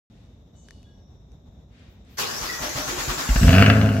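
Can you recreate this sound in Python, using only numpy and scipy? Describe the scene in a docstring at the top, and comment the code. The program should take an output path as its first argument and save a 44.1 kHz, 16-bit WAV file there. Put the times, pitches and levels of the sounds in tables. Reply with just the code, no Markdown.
"""A low room rumble, then soft whirs, a whining fuel pump and clicking relays: a cold V8 in a garage,
heard from just behind its tailpipes. The starter's gears clatter and grind through seven compressions.
The engine coughs, catches, flares with a hard crackle and begins to settle to a fast idle.
Each firing rings the exhaust pipe as a thump and leaves its tip as a burst of turbulent gas."""
import sys
import numpy as np
from scipy import signal
from scipy.fft import rfft, irfft
from scipy.io import wavfile
from scipy.ndimage import uniform_filter1d

SR = 44100
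rng = np.random.default_rng(int(sys.argv[2]) if len(sys.argv) > 2 else 0)


def transcribe(signal):
    """Save signal, clipped to [-1, 1], as a 16-bit WAV file at the path in sys.argv[1]."""
    frames = np.atleast_2d(signal).T
    limited = np.clip(frames, -1, 1)
    pcm = np.round(limited * 32767).astype(np.int16)
    wavfile.write(sys.argv[1], SR, pcm)


N = 176400
T = np.arange(N) / SR
HZ = np.fft.rfftfreq(N, 1 / SR)


def amp(db):
    """Decibels to gain."""
    return 10 ** (np.asarray(db) / 20)


def unit_rms(x):
    """Scales to rms 1."""
    return x / np.sqrt(np.mean(x ** 2) + 1e-20)


def read(points, hz):
    """Reads a table along a log-frequency axis."""
    f, value = np.transpose(points)
    return np.interp(np.log(hz + 1), np.log(f + 1), value)


def curve(points, t=T):
    """Each column of a time table, joined by straight lines."""
    s, *columns = np.transpose(points)
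    return [np.interp(t, s, c) for c in columns]


def add(mix, s, sound):
    """Mixes a sound in at s seconds."""
    part = mix[..., round(s * SR):][..., :sound.shape[-1]]
    part += sound[..., :part.shape[-1]]


def response(points, size=8192):
    """Causal impulse response of a spectrum, energy 1."""
    log_gain = np.log(amp(read(points, abs(np.fft.fftfreq(size, 1 / SR)))))
    h = np.fft.ifft(np.exp(np.conj(signal.hilbert(log_gain)))).real[:size // 2]
    return h / np.linalg.norm(h)


def colour(x, points):
    """Passes channels through an EQ curve."""
    return signal.oaconvolve(x, response(points)[None], axes=1)[:, :N]


def wander(hz):
    """Random drift of rms 1, rolling off above hz."""
    return unit_rms(irfft(rfft(rng.standard_normal(N)) * np.exp(-(HZ / hz) ** 2), N))


def swell(start, rise):
    """A hump that peaks at 1 after its rise time."""
    u = np.maximum(T - start, 0) / rise
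    return (u * np.exp(1 - u)) ** 2


def rubbing(hz, width):
    """Stereo noise in a resonance that follows a frequency curve."""
    turn, r = np.exp(2j * np.pi * np.cumsum(hz) / SR), np.exp(-np.pi * width / SR)
    band = signal.lfilter([(1 - r) ** 2], [1, -2 * r, r * r], rng.standard_normal((2, N)) / turn)
    return unit_rms((turn * band).real)


# Stereo image of the room: f/Hz, left-right correlation
LIKENESS = [(60, 1), (130, 0.95), (290, 0.95), (640, 0.52), (1400, 0.079), (3100, 0)]
def diffuse(db):
    """Stereo noise with a given spectrum, centred in the bass and wide on top."""
    a, b = rfft(rng.standard_normal((2, N)))
    same = np.clip(read(LIKENESS, HZ), -1, 1)
    return unit_rms(irfft(np.array([a, same * a + np.sqrt(1 - same ** 2) * b]) * amp(db), N))


# Room tone spectrum: f/Hz, level/dB
ROOM_TONE = [(15, -47), (25, -20), (54, 6), (101, 0), (150, -3.5), (245, -6), (310, -14), (655, -19),
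             (1210, -31.5), (1700, -36.5), (3100, -41), (3700, -25), (4400, -47.5), (5600, -36.5),
             (7700, -44.5), (8600, -82), (12000, -47), (15000, -60)]
def room_rumble(level_db=-49, waver_db=1.23):
    """A low bed of noise that wavers slightly."""
    return amp(level_db) * diffuse(read(ROOM_TONE, HZ)) * amp(waver_db * wander(18))


# Whir and hiss cues: t/s, rise/s, centre/Hz, width/octaves, level/dB
WHIR_CUES = [(.04, 0.14, 2500, 0.93, -68), (.54, 0.061, 6700, 0.18, -62), (.6, 0.12, 4200, 0.65, -65.5),
             (.85, 0.18, 5600, 0.06, -72), (1.68, 0.13, 2100, 0.9, -60.5), (1.88, .035, 14000, .22, -73),
             (2.03, 0.097, 2220, 1, -60), (2.08, 0.065, 13500, .17, -64)]
def actuators():
    """Small actuators whir in soft swells of band noise."""
    out = np.zeros((2, N))
    for s, rise, centre_hz, width, db in WHIR_CUES:
        band_db = -4.3 * (np.log2((HZ + 1) / centre_hz) / width) ** 2
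        out += amp(db) * swell(s, rise) * diffuse(band_db)
    return out


# Pump pitch and fade: t/s, fundamental/Hz, level/dB
PUMP_RUN = [(.52, 1500, -93), (.56, 1494, -71.5), (.7, 1480, -68), (.78, 1460, -70), (.88, 1465, -73),
            (1.0, 1480, -79), (1.2, 1450, -100)]
# Pump timbre: harmonic number, level/dB
PUMP_PARTIALS = [(2, -1), (3, -6), (4, -21)]
def fuel_pump(flutter_db=4, pitch_waver=.007):
    """The pump primes with a thin, fluttering whine."""
    hz, db = curve(PUMP_RUN)
    turns = np.cumsum(hz * (1 + pitch_waver * wander(230))) / SR
    whine = sum(amp(d) * np.sin(2 * np.pi * k * turns) for k, d in PUMP_PARTIALS)
    return amp(db + flutter_db * wander(70)) * whine


# Relay clicks: t/s, level/dB, ring/Hz
RELAY_CUES = [(.686, -36, 1650), (.708, -33, 1800), (0.83, -45, 2580), (1.319, -49, 5930),
              (1.796, -55, 7500), (2.05, -56, 8000)]
def relays(ring_s=.0022, snap_s=.0011):
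    """Each relay clicks with a bright snap and a tiny ring."""
    out, t = np.zeros((2, N)), T[:1000]
    band = signal.butter(2, [1300, 7500], "band", fs=SR)
    for s, db, hz in RELAY_CUES:
        snap = signal.lfilter(*band, rng.standard_normal((2, len(t)))) * np.exp(-t / snap_s)
        ring = np.sin(2 * np.pi * hz * t) * np.exp(-t / ring_s)
        add(out, s, amp(db) * (.39 * ring + .86 * snap))
    return out


# Thin whines: t/s, length/s, f/Hz, level/dB, half-width/Hz
WHINE_CUES = [(.85, 0.19, 1644, -70, 29.4), (0.838, 0.17, 3390, -65, 61.3), (2.478, 0.14, 1925, -31, 60),
              (2.61, 0.12, 605, -32, 60), (2.77, 0.11, 605, -33, 60), (2.915, 0.083, 360, -29.5, 30),
              (2.98, 0.057, 1815, -31, 60), (3.054, 0.18, 355, -35, 34.8)]
def thin_whines(rise_s=.018, sag=.011):
    """Small motors and parts sing in brief, rough tones that sag a little: two while the pump primes, the rest
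    shaken by the starter."""
    out = np.zeros((2, N))
    for s, length, hz, db, half_width in WHINE_CUES:
        age = np.clip((T - s) / length, 0, 1)
        pitch = hz * (1 + sag * (.5 - age))
        tone = np.sin(2 * np.pi * np.cumsum(pitch) / SR)
        envelope = np.clip((T - s) / rise_s, 0, 1) * np.sqrt(1 - age)
        out += amp(db) * envelope * (.75 * tone + .47 * rubbing(pitch, 2 * half_width))
    return out


# Garage reverb time: f/Hz, T60/s
GARAGE_DECAY = [(100, 0.19), (1000, 0.98), (4000, 0.081), (15000, 0.12)]
def garage(x, wet_db, size=22050):
    """Direct sound plus dense reflections, unrelated left and right."""
    echoes = rng.standard_normal((2, size)) * (rng.random((2, size)) < .08) * (T[:size] > .003)
    hz, t, z = signal.stft(echoes, SR, nperseg=256)
    tail = signal.istft(z * amp(-60 * t / read(GARAGE_DECAY, hz)[:, None]), SR, nperseg=256)[1]
    tail /= np.linalg.norm(tail, axis=1, keepdims=True)
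    return x + amp(wet_db) * signal.fftconvolve(x, tail, axes=1)[:, :N]


def metallic(x, depth_db):
    """Ever-changing metallic resonances: the spectrum swells and dips in short narrow patches."""
    z = signal.stft(x, nperseg=512, noverlap=384)[2]
    patches = uniform_filter1d(rng.standard_normal(z.shape[1:]), size=3, axis=0)
    patches = unit_rms(uniform_filter1d(patches, size=14, axis=1))
    return signal.istft(z * amp(depth_db * patches), nperseg=512, noverlap=384)[1][:, :N]


# Starter fader: t/s, level/dB
STARTER_LEVEL = [(2.165, -88), (2.173, -40), (2.181, -37), (2.186, -27), (2.21, -27.5), (2.26, -35),
                 (2.34, -35), (2.48, -35.5), (2.58, -36.5), (2.78, -35), (3.1, -35), (3.5, -31.5),
                 (3.7, -39), (4.0, -46.5)]
# Gear mesh pitch: t/s, f/Hz
GEAR_MESH = [(2.17, 254), (2.28, 692), (2.42, 915), (2.48, 688), (2.6, 990), (2.66, 827), (2.74, 1020),
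             (2.8, 875), (3.0, 1038), (3.28, 1060), (3.6, 1302)]
# Gear clatter EQ: f/Hz, level/dB
GEAR_EQ = [(30, -14), (60, -17), (140, 1), (230, 3), (350, 2.5), (800, 1.5), (1800, 2), (2150, -1.5),
           (3200, 0), (4200, 2.5), (5400, 4), (6900, 1.5), (7700, -2), (8050, -3.5), (8350, -13.5),
           (10500, -6.5), (12000, -4), (13300, -6.5), (15600, -10.5)]
def starter(ticks_per_s=5000, spread_db=3, whine_db=-27.5, scrape_db=-8.5):
    """Gear teeth clatter, scrape and whine, a touch louder under the load of each compression."""
    ticks = (rng.random((2, N)) < ticks_per_s / SR) * rng.choice([-1, 1], (2, N))
    ticks = unit_rms(ticks * amp(spread_db * np.minimum(rng.exponential(1, (2, N)), 4)))
    mesh_hz = curve(GEAR_MESH)[0]
    turns = np.cumsum(mesh_hz * (1 + .012 * wander(59.1))) / SR
    whine = unit_rms(sum(np.sin(2 * np.pi * (k * turns + rng.random())) for k in range(2, 9)))
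    scrape = rubbing(6.75 * mesh_hz, width=1100)
    load = sum(swell(s, GRIND_RISE_S) for s, _, _ in COMPRESSIONS)
    fader = amp(curve(STARTER_LEVEL)[0]) * (1 + .049 * load) * (T > STARTER_LEVEL[0][0])
    gears = (ticks + amp(whine_db) * whine + amp(scrape_db) * scrape) * fader
    return metallic(garage(colour(gears, GEAR_EQ), wet_db=-3), depth_db=2.5)


GRIND_RISE_S, PUFF_RISE_S = .033, .014
# Compression strokes: t/s, puff/dB, grind/dB
COMPRESSIONS = [(2.406, -37.5, -32), (2.604, -35.5, -29), (2.746, -32.5, -28), (2.865, -34.5, -29.5),
                (2.97, -34, -29.5), (3.074, -30.5, -27), (3.168, -40.5, -29.5)]
# Tailpipe puff spectrum: f/Hz, level/dB
PUFF_EQ = [(20, -43), (48, 15.5), (80, -16), (135, 8), (200, -13), (280, -7), (450, -46), (2000, -68)]
# Loaded gear spectrum: f/Hz, level/dB
GRIND_EQ = [(100, -32), (270, 6.5), (450, -6.5), (620, -0.5), (850, -1.5), (1200, 3), (1800, -1.5),
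            (2600, -4), (6000, -6.5), (8500, -17), (16000, -16.5)]
def compressions():
    """Each stroke grinds the starter's gears and pushes a low puff of air from the pipe."""
    grind = diffuse(read(GRIND_EQ, HZ)) * sum(amp(db) * swell(s, GRIND_RISE_S) for s, _, db in COMPRESSIONS)
    air = diffuse(read(PUFF_EQ, HZ)) * sum(amp(db) * swell(s, PUFF_RISE_S) for s, db, _ in COMPRESSIONS)
    puffs, puff = np.zeros(N), response(PUFF_EQ)
    for s, db, _ in COMPRESSIONS:
        add(puffs, s, amp(db) * puff / abs(puff).max())
    return grind + puffs + air


BOOM_RISE_S, LEAD_S, RASP_DECAY_S = .012, .0011, .011
# First uneven firings: t/s, thump/dB, crackle/dB, boom/dB, boom/Hz
COUGH_CUES = [(3.29, -13.5, -24.5, -9, 50), (3.358, -11, -21, -10, 50), (3.413, -10.5, -31, -11, 88),
              (3.43, -4.5, -23, -6.5, 58.6), (3.444, -7.5, -32, -14.5, 54), (3.467, -7, -25, -11, 69),
              (3.4786, -9, -19, -17, 79)]
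def cough_booms(decay_s=.019, lag_s=.0019):
    """Each cough sets off a short bass boom in the exhaust."""
    out, t = np.zeros(N), T[:8192]
    envelope = (1 - np.exp(-t / BOOM_RISE_S)) * np.exp(-t / decay_s)
    for s, _, _, db, hz in COUGH_CUES:
        boom = -np.sin(2 * np.pi * hz * t) * envelope
        add(out, s + lag_s, amp(db) * boom / abs(boom).max())
    return out


# Rev curve: t/s, firing rate/Hz
REVS = [(3.49, 68), (3.52, 88), (3.5825, 97), (3.64, 104), (3.74, 105), (3.85, 106.5), (4.0, 101)]
# Engine effort: t/s, thump/dB, crackle/dB
ENGINE_LEVELS = [(3.49, -7.5, -18), (3.52, -8, -15.5), (3.55, -3.5, -13.5), (3.6, -5, -10), (3.7, -7, -21),
                 (3.74, -8, -26), (3.79, -7.5, -26), (3.85, -8, -26.5), (3.91, -12.5, -29.5),
                 (4.0, -11, -35.5)]
# Cylinder accents in firing order: thump/dB, crackle/dB
ACCENTS = [(-2, 0.5), (-7, -3.5), (-0.5, -7), (-3, -3), (-3, -4), (-4, -3), (-2, -6.5), (-4.5, -11)]
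def engine_firings(catch_s=3.4918, jitter_s=.0004, scatter_db=(1.8, 1.2)):
    """Eight uneven cylinders fire in turn; returns rows of t/s, thump/dB, crackle/dB."""
    count = np.cumsum(curve(REVS)[0] * (T >= catch_s)) / SR
    s = T[np.flatnonzero(np.diff(np.ceil(count)))]
    scatter = rng.standard_normal((100, 3))[:len(s)] * [jitter_s, *scatter_db]
    accents = np.array(ACCENTS)[np.arange(len(s)) % len(ACCENTS)]
    return np.column_stack([s, np.transpose(curve(ENGINE_LEVELS, s)) + accents]) + scatter


# Exhaust pipe resonances: f/Hz, level/dB
PIPE_EQ = [(10, -69), (30, -23), (50, -2), (75, 7), (105, 4.5), (135, 3), (165, 3), (210, 0.5), (245, 1.5),
           (268, 6), (298, -20), (370, -16.5), (430, -9), (490, -18.5), (545, -8), (578, -26), (620, -8.5),
           (665, -6.5), (790, -27), (850, -22.5), (950, -30.5), (2000, -45), (5000, -104)]
def pipe_thumps(firings, slow_valve_hz=250, cough_tail_s=.035, burble_db=-17.5):
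    """Firings ring the pipe and rushing gas burbles in it; slowly opening valves dull the coughs."""
    pipe, t = response(PIPE_EQ, size=32768), T[:8192]
    pipe /= abs(pipe).max()
    dull = signal.sosfilt(signal.butter(2, slow_valve_hz, fs=SR, output="sos"), pipe)
    cough_flow = (1 - np.exp(-t / BOOM_RISE_S)) * np.exp(-t / cough_tail_s)
    rasp = np.exp(-t / RASP_DECAY_S)
    thumps, flow = np.zeros((2, N))
    for s, db, *_ in COUGH_CUES:
        add(thumps, s - LEAD_S, amp(db) * dull)
        add(flow, s, amp(db) * rasp + amp(db - 1) * cough_flow)
    for s, db, _ in firings:
        add(thumps, s - LEAD_S, amp(db) * pipe)
        add(flow, s, amp(db) * rasp)
    return thumps + amp(burble_db) * colour(flow * rng.standard_normal((1, N)), PIPE_EQ)[0]


# Firings that leave the pipe as a hard pop: t/s, level/dB
HARD_POPS = [(3.5823, -10), (3.6237, -6), (3.662, -10.5), (3.7003, -7.5), (3.8141, -18.5), (3.890, -24)]
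# Tailpipe crackle EQ: f/Hz, level/dB
CRACKLE_EQ = [(100, -43.5), (400, -4.5), (680, 1.5), (900, -14.5), (1150, -3.5), (1550, 5), (2000, -4),
              (2350, -4), (2700, 2.5), (3000, -1.5), (3200, -13.5), (3420, -6.5), (3700, -15),
              (4500, -12.5), (7500, -28), (8600, -48), (16000, -28)]
def tip_crackle(firings, rise_s=.00024, crack_s=.002, pop_s=.0026, rasp_db=-11, right_lag_s=.00007):
    """Coughs chuff from the tip; later firings leave it as a shock with a burst of turbulence."""
    t = T[:8192]
    shocks, gas = np.zeros((2, N))
    opening = 1 - np.exp(-t / rise_s)
    burst = opening * (np.exp(-t / crack_s) + amp(rasp_db) * np.exp(-t / RASP_DECAY_S))
    for s, _, db, _, _ in COUGH_CUES:
        gas += amp(db - 3) * swell(s - LEAD_S, rise=.0043)
    for s, _, db in firings:
        if min(abs(s - pop) for pop, _ in HARD_POPS) > .004:  # else a pop takes its place
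            add(shocks, s, amp(db) * np.array([-3]))
            add(gas, s, amp(db) * burst)
    for s, db in HARD_POPS:
        add(shocks, s, amp(db) * np.array([-4]))
        add(gas, s, amp(db) * opening * np.exp(-t / pop_s))
    crack = shocks + gas * rng.standard_normal(N)
    return colour(np.array([crack, np.roll(crack, round(right_lag_s * SR))]), CRACKLE_EQ)


def exhaust():
    """Centred, nearly dry thumps under a crackle that splashes off the garage walls."""
    firings = engine_firings()
    lows = cough_booms() + pipe_thumps(firings)
    crackle = tip_crackle(firings)
    return garage(np.array([lows, lows]), wet_db=-23) + amp(1) * garage(crackle, wet_db=-9)


# Stereo balance: f/Hz, left minus right/dB
BALANCE = [(60, -0.3), (200, 0), (700, 2.5), (1300, 5), (2400, 4.5), (4400, -2), (8000, 4), (15000, 0.5)]
def scene():
    """The car over the rumble of the room; the nearer tailpipes are on the left."""
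    mix = room_rumble() + fuel_pump() + relays() + actuators()
    mix += starter() + compressions() + thin_whines() + exhaust()
    lean_db = read(BALANCE, np.fft.rfftfreq(2 * N, 1 / SR))
    return irfft(rfft(mix, 2 * N) * amp(np.outer([.5, -.5], lean_db)))[:, :N]


def record(dry, open_s=.1, low_cut_hz=27, high_cut_hz=15850):
    """The sound cuts in, sheds its deepest bass, clips at full scale and loses its very top."""
    low_cut = signal.butter(4, low_cut_hz, "high", fs=SR, output="sos")
    clipped = np.clip(signal.sosfilt(low_cut, dry * (T > open_s)), -1, 1)
    high_cut = signal.firwin(511, high_cut_hz, window=("kaiser", 9), fs=SR)
    return signal.oaconvolve(clipped, high_cut[None], "same")


dry = scene()
out = record(dry)
transcribe(out)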